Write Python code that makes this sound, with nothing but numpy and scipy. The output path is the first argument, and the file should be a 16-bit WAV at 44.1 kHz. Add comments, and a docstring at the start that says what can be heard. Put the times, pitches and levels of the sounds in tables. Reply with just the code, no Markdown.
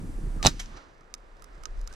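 """A shotgun on a windy mountain slope

One shot is heard from a small cased camera riding on the gun. The hammer snaps; blast and recoil
excite the modes of the case and shake its mount. The gun rattles once and far slopes echo the shot.
Light handling clicks and faint squeaks reach the same case, over wind and a thin hiss."""
import sys
import numpy as np
from scipy import signal
from scipy.fft import rfft, irfft
from scipy.io import wavfile

SR = 44100
rng = np.random.default_rng(int(sys.argv[2]) if len(sys.argv) > 2 else 0)


def inscribe(sig):
    """Save sig as 16-bit PCM at rate SR to the path in sys.argv[1].

    A 1-D sig is mono; a 2-D sig holds one channel per row.
    Samples are clipped to [-1, 1] before scaling.
    """
    pcm = np.round(np.clip(np.atleast_2d(sig).T, -1, 1) * 32767)
    wavfile.write(sys.argv[1], SR, pcm.astype(np.int16))


N = 85995
T = np.arange(N) / SR

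# Phase between the two microphone ports, for sound from the open air and sound at the case.
# Each row: frequency in Hz, lead of the left port in radians.
AIR_LEAD = [(30, .1), (300, .3), (650, -.4), (900, -1.8), (1300, -3.2), (2000, -5.5), (4200, -6.5),
            (7400, -7.6), (12000, -7.6)]
NEAR_LEAD = [(30, -.1), (150, .7), (400, .2), (850, -.5), (1300, -2.8), (1900, -5.7), (4000, -6.5),
             (6000, -7.2), (12000, -7.6)]
# Balance of the ports for the same two paths. Each row: frequency in Hz, left minus right in dB.
AIR_BALANCE = [(30, -1), (300, 0), (700, -2), (1250, -8), (2200, -5), (4000, -4), (6000, -2), (12000, -4)]
NEAR_BALANCE = [(30, -1), (300, -3), (700, -2), (1250, -4), (2200, -1), (4000, 0), (6000, -1), (12000, -4)]


def shot():
    """Impacts travel through the stock while the blast radiates and scatters off near rocks."""
    # Hammer, blast, recoil and jolts of the mount. 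Each row: start in seconds, then the gains
    # of thud, knock, clack, ring and top in dB.
    blows = [(0.4282, -28.5, -15.5, -23.5, -18, -25.5), (0.4330, -42, -36, -32, -29, -41.5),
             (0.4395, -24.5, -26.5, -27, -29, -41), (0.4498, -8.5, -16.5, -12, -24.5, -29),
             (0.4603, -6, -12, -9.5, -20, -22.5), (0.4664, -22, -18.5, -16, -2.5, -16),
             (0.4711, -11, -14, -3, -18, -11.5), (0.4789, -23, -27.5, -29, -23.5, -26),
             (0.4860, -37, -28, -29, -25, -33.5), (0.4936, -43, -36.5, -32, -32, -40.5)]
    blow_pans = [-1, 0, 0, -1, -2, -11, -1, -2, -2, -2]  # For each blow: left minus right in dB.
    # Spectra of the report and its scatter. Each row: frequency in Hz, relative level in dB.
    report_spectrum = [(40, -3.5), (70, 10), (130, 10), (220, 3), (380, -0.5), (800, -7), (1300, -1),
                       (2200, -7.5), (4000, -4), (5200, -7), (6500, -8), (8100, -13.5), (9500, -19.5),
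                       (15500, -30.5)]
    scatter_spectrum = [(60, 0), (200, 21.5), (500, -10), (1250, 0.5), (2200, -2.5), (4000, -6.5),
                        (6300, -1.5), (8000, -20), (15000, -30.5)]
    out = np.zeros((2, N))
    for (start, *tone_db), pan_db in zip(blows, blow_pans):
        add(out, start, knock(tone_db, pan_db))
    t = T - 0.467  # seconds from the peak of the report
    rise_db_per_s, fall_db_per_s = 562, 600
    after_hammer = np.clip((T - blows[0][0]) / .005, 0, 1)
    rise = amp(rise_db_per_s * np.minimum(t, 0)) * after_hammer
    report = amp(-19 - fall_db_per_s * np.maximum(t, 0)) * noise(report_spectrum)
    scatter = amp(-42) * fade(t, t60=.62) * noise(scatter_spectrum, AIR_BALANCE, AIR_LEAD)
    return out + rise * (report + scatter)


def knock(tone_db, pan_db, size=4096):
    """An impact makes a broadband crack and excites damped modes, each weighted by its spectrum."""
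    tone_hz = [900, 1250, 3900, 6000, 10000]  # Frequencies in Hz of thud, knock, clack, ring and top.
    # Modes of the camera case. Each row: frequency in Hz, level in dB, T60 in seconds.
    case_modes = [(738, -9.5, 0.018), (826, -4, 0.012), (1245, -11.5, 0.04), (2650, -10, 0.01),
                  (2940, -9.5, 0.012), (3810, -7.5, 0.015), (3947, -2, 0.0083), (5146, -4.5, 0.014),
                  (5396, -9, .016), (5920, -2.5, .007), (6340, -11.5, 0.019), (7530, -12, .010),
                  (10600, -9, 0.0035)]
    # Spectrum of the crack. Each row: frequency in Hz, relative level in dB.
    crack_spectrum = [(100, -16.5), (500, -12), (1500, 1.5), (2200, -1.5), (4000, 1.5), (7000, -2),
                      (9000, -6), (13000, -13), (15500, -27)]
    t = T[:size]
    tone = list(zip(tone_hz, tone_db))
    colour = amp(value_at(tone, np.fft.rfftfreq(size, 1 / SR)))
    crack = irfft(rfft(noise(crack_spectrum, size=size)) * colour)
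    out = amp(-3) * crack * fade(t, t60=0.012)
    for hz, db, t60 in case_modes:
        phase = np.array([[0], [-1]]) * value_at(NEAR_LEAD, hz)
        gain = amp(db + value_at(tone, hz)) * sides(value_at(NEAR_BALANCE, hz))
        out += gain * fade(t, t60) * np.sin(2 * np.pi * hz * t + phase)
    contact_s = 0.00011
    return out * (1 - np.exp(-t / contact_s)) * sides(pan_db)


def recoil():
    """The kick's impulse shoves the camera and leaves its mount and the steel in free vibration."""
    centre_s, width_s = .4625, .0052
    u = (T - centre_s) / width_s
    shove = amp(-17) * (1 - u ** 2) * np.exp(-u ** 2 / 2)
    mount = ring(start=.4557, hz=152, t60=0.077, db=-12.5)
    steel = ring(start=.4496, hz=7920, t60=.11, db=-30)
    return (shove + mount + steel) * sides(-2)


def rattle():
    """Contacts chatter as the barrel jumps: noise with a fast decay and a softer, slower ring."""
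    # Contacts in the gun. Each row: start in seconds, hold in seconds, level in dB.
    contacts = [(0.5944, 0.004, -44.5), (0.5979, 0.008, -42.5)]
    # Spectrum of the chatter. Each row: frequency in Hz, relative level in dB.
    spectrum = [(180, -22), (300, -15), (1640, -2), (1940, 0), (2790, -5.5), (3130, -0.5), (4210, -6.5),
                (5850, 0.5), (7620, -9.5), (12900, -23), (15500, -40)]
    envelope = np.zeros(N)
    for start, hold, db in contacts:
        t = T - start - hold
        envelope += (T > start) * amp(db) * (fade(t, t60=0.02) + amp(-3) * fade(t, t60=0.14))
    return envelope * noise(spectrum) * sides(-2)


def echoes():
    """Reflection from far slopes smears the shot in time, and air absorption dulls it."""
    # Reflections. Each row: peak time, rise and T60 in seconds, level in dB, air cut-off in Hz.
    reflections = [(0.773, 0.0086, 0.064, -45, 7200), (0.79, 0.17, 0.74, -50, 1900)]
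    # Echo spectrum before absorption. Each row: frequency in Hz, relative level in dB.
    spectrum = [(80, -23), (300, 1.5), (700, -0.5), (1250, 3), (2200, -5.5), (4000, -7.5), (6300, -5.5),
                (8000, -18.5), (15000, -41)]
    out = np.zeros((2, N))
    for peak_s, rise_s, t60, db, cut_hz in reflections:
        dulled = [(hz, band_db - 10 * np.log10(1 + (hz / cut_hz) ** 2)) for hz, band_db in spectrum]
        swell = np.exp(-(np.minimum(T - peak_s, 0) / rise_s) ** 2)
        out += amp(db) * swell * fade(T - peak_s, t60) * noise(dulled, AIR_BALANCE, AIR_LEAD)
    return out


def handling():
    """Light metal impacts excite the modes of the case as the gun is lowered."""
    # Clicks. Each row: start in seconds, then level, brightness, knock and left minus right in dB.
    clicks = [(0.659, -43, -19, -6, 14), (1.0087, -52.5, -2, 13, -3.5), (1.1403, -26, -5, -7.5, -9.5),
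              (1.1488, -39.5, 4, -6.5, -5.5), (1.1803, -60, 7, -17.5, -7.5), (1.4223, -43, 8.5, 8.5, -4.5),
              (1.4424, -48, 9.5, 0, -20), (1.6359, -42, 5.5, 6.5, -11), (1.6555, -26.5, -14, 0.5, -12),
              (1.7745, -57.5, 6, -13, 12), (1.8134, -42.5, 3.5, -9.5, 1), (1.875, -33.5, 3, -2.5, -10),
              (1.9271, -50.5, 5, 5, -20), (1.9375, -42.5, 3, -8, -7)]
    thud_db, clack_db, top_db = -25.5, -10, -5
    out = np.zeros((2, N))
    for start, db, bright_db, knock_db, pan_db in clicks:
        tone_db = db + np.array([thud_db, knock_db, clack_db, 0, top_db + bright_db])
        add(out, start, knock(tone_db, pan_db))
    return out


def squeaks(bandwidth_hz=33):
    """Friction as the gun swings makes narrow bands of noise that glide in pitch."""
    # Rubs. Each row: centre and half length in seconds, centre pitch in Hz, glide in Hz per second,
    # level in dB.
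    rubs = [(0.413, .016, 1203, -5000, -47.5), (1.911, 0.029, 1544, 4521, -55.5)]
    pole = np.exp(-np.pi * bandwidth_hz / SR)
    out = np.zeros((2, N))
    for centre_s, half_s, hz, glide, db in rubs:
        t = T - centre_s
        grain = signal.lfilter([1], [1, -pole], [1, 1j] @ rng.standard_normal((2, N)))
        carrier = np.exp(2j * np.pi * (hz * t + glide * t ** 2 / 2))
        tone = (grain / np.std(grain) * carrier).real
        out += amp(db) * np.exp(-(t / half_s) ** 2) * tone * sides(-5)
    return out


def grip(start=0.88, ticks_per_s=46, growth_db_per_s=9.5):
    """Shifting hands make a Poisson train of tiny impacts, growing louder as the gun is lowered."""
    hits = (rng.random(N) < ticks_per_s / SR) * (T > start)
    spread_db = 3.5 * np.minimum(rng.exponential(1, N), 3)
    strength = amp(-70.5 + growth_db_per_s * (T - start) + spread_db)
    tick = knock(tone_db=[-20, -8, -8, 0, -6], pan_db=-4)
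    return signal.oaconvolve((hits * strength)[None], tick)[:, :N]


def wind(shot_s=0.467):
    """Turbulence rumbles and buffets on the case, over open air and a hiss duller after the shot."""
    # Envelopes of the four layers. Each row: time in seconds, level in dB.
    rumble_levels = [(0, -40), (.22, -30.5), (.4, -35), (.55, -36.5), (.72, -41), (.82, -57), (1.05, -54.5),
                     (1.25, -53), (1.52, -47), (1.6, -40.5), (1.8, -31.5), (1.95, -40.5)]
    buffet_levels = [(0, -37.5), (.15, -40.5), (.38, -42.5), (.5, -41.5), (.6, -50.5), (.72, -51),
                     (.8, -63), (1.1, -71.5), (1.8, -64.5), (1.95, -63)]
    air_levels = [(0, -53.5), (.09, -55.5), (.14, -53.5), (.19, -54), (.4, -51.5), (.6, -65), (1.0, -58),
                  (1.3, -57.5), (1.6, -54.5), (1.85, -56), (1.95, -55)]
    hiss_levels = [(0, -61), (.4, -61), (.6, -55.5), (.95, -78), (1.3, -72), (1.6, -69), (1.88, -64.5),
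                   (1.94, -58)]
    # Their spectra. Each row: frequency in Hz, relative level in dB.
    rumble_spectrum = [(8, -14.5), (20, -6.5), (32, 3.5), (45, -12.5), (65, -18), (110, -41), (250, -48),
                       (800, -92.5)]
    buffet_spectrum = [(25, -10.5), (70, 1.5), (190, -3), (320, -6.5), (500, -20), (1000, -43), (2500, -50),
                       (8000, -80)]
    air_spectrum = [(60, -8), (200, -7.5), (400, 0.5), (800, -5), (1250, -4.5), (1900, -9.5), (2800, -19.5),
                    (5000, -27), (15000, -49)]
    bright_hiss = [(500, -9.5), (2500, 1.5), (4000, -3), (6000, -1), (8500, 1.5), (11000, -2.5),
                   (13500, -12), (15500, -24)]
    dull_hiss = [(500, -6), (2500, 1), (4000, -2.5), (6300, -4), (8000, -6.5), (11000, -15), (13500, -27),
                 (15500, -38)]
    late = np.clip((T - shot_s) / .1, 0, 1)
    hiss = (1 - late) * noise(bright_hiss) + late * noise(dull_hiss, AIR_BALANCE, AIR_LEAD)
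    air = (1 - late) * noise(air_spectrum) + late * noise(air_spectrum, AIR_BALANCE, AIR_LEAD)
    rumble = level(rumble_levels) * noise(rumble_spectrum)
    buffet = level(buffet_levels) * gusts() * noise(buffet_spectrum)
    return rumble + buffet + level(air_levels) * air + level(hiss_levels) * hiss


def gusts(depth_db=4, smoothing_s=0.022):
    """Random amplitude modulation makes the buffeting lumpy."""
    hz = np.fft.rfftfreq(N, 1 / SR)
    slow = irfft(rfft(rng.standard_normal(N)) * np.exp(-(hz * smoothing_s) ** 2), N)
    return amp(depth_db * slow / np.std(slow))


def noise(spectrum, balance=NEAR_BALANCE, lead=NEAR_LEAD, size=N):
    """Coloured noise of unit RMS reaches two spaced ports with partial coherence."""
    # Likeness of the ports. Each row: frequency in Hz, a ratio that is clipped to 0..1 for coherence.
    likeness = [(30, 0.9), (150, 1.4), (350, 0.52), (700, 0.4), (1300, 0.37), (3000, -0.26), (6000, 1.75),
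                (12000, 0.2)]
    hz = np.fft.rfftfreq(size, 1 / SR)
    common, separate = rfft(rng.standard_normal((2, size)))
    coherence = np.clip(value_at(likeness, hz), 0, 1)
    left = common * np.exp(1j * value_at(lead, hz))
    right = coherence * common + np.sqrt(1 - coherence ** 2) * separate
    gain = amp(value_at(spectrum, hz)) * sides(value_at(balance, hz))
    pair = irfft(np.array([left, right]) * gain, size)
    return pair / np.sqrt(np.mean(pair ** 2))


def ring(start, hz, t60, db):
    """A struck mode vibrates as a damped sinusoid."""
    t = np.maximum(T - start, 0)
    return amp(db) * np.sin(2 * np.pi * hz * t) * fade(t, t60)


def fade(t, t60):
    """Exponential decay from t = 0 loses 60 dB every t60 seconds."""
    return np.exp(-np.log(1000) * np.maximum(t, 0) / t60)


def amp(db):
    """Amplitude grows tenfold with every 20 dB."""
    return 10 ** (np.asarray(db) / 20)


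def value_at(points, hz):
    """Interpolation on a log-frequency axis gives a curve's value at hz."""
    frequencies, values = np.transpose(points)
    return np.interp(np.log(hz + 1), np.log(frequencies + 1), values)


def level(points):
    """Interpolation in decibels gives a gain over time."""
    return amp(np.interp(T, *np.transpose(points)))


def sides(db):
    """A level difference splits evenly into left and right gains."""
    return amp(np.array([[.5], [-.5]]) * db)


def add(mix, start, sound):
    """A stereo sound is superposed on the mix from start seconds."""
    part = mix[:, round(start * SR):][:, :sound.shape[1]]
    part += sound[:, :part.shape[1]]


def scene():
    """All sources sum at the camera by superposition."""
    return shot() + recoil() + rattle() + echoes() + handling() + grip() + squeaks() + wind()


def record(dry, cutoff_hz=15900):
    """Overload clips the loudest peaks, and a low-pass filter limits the band."""
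    clipped = np.clip(dry, -1, 1)
    low_pass = signal.firwin(511, cutoff_hz, window=("kaiser", 9), fs=SR)
    return signal.oaconvolve(clipped, low_pass[None], "same")


dry = scene()
out = record(dry)
inscribe(out)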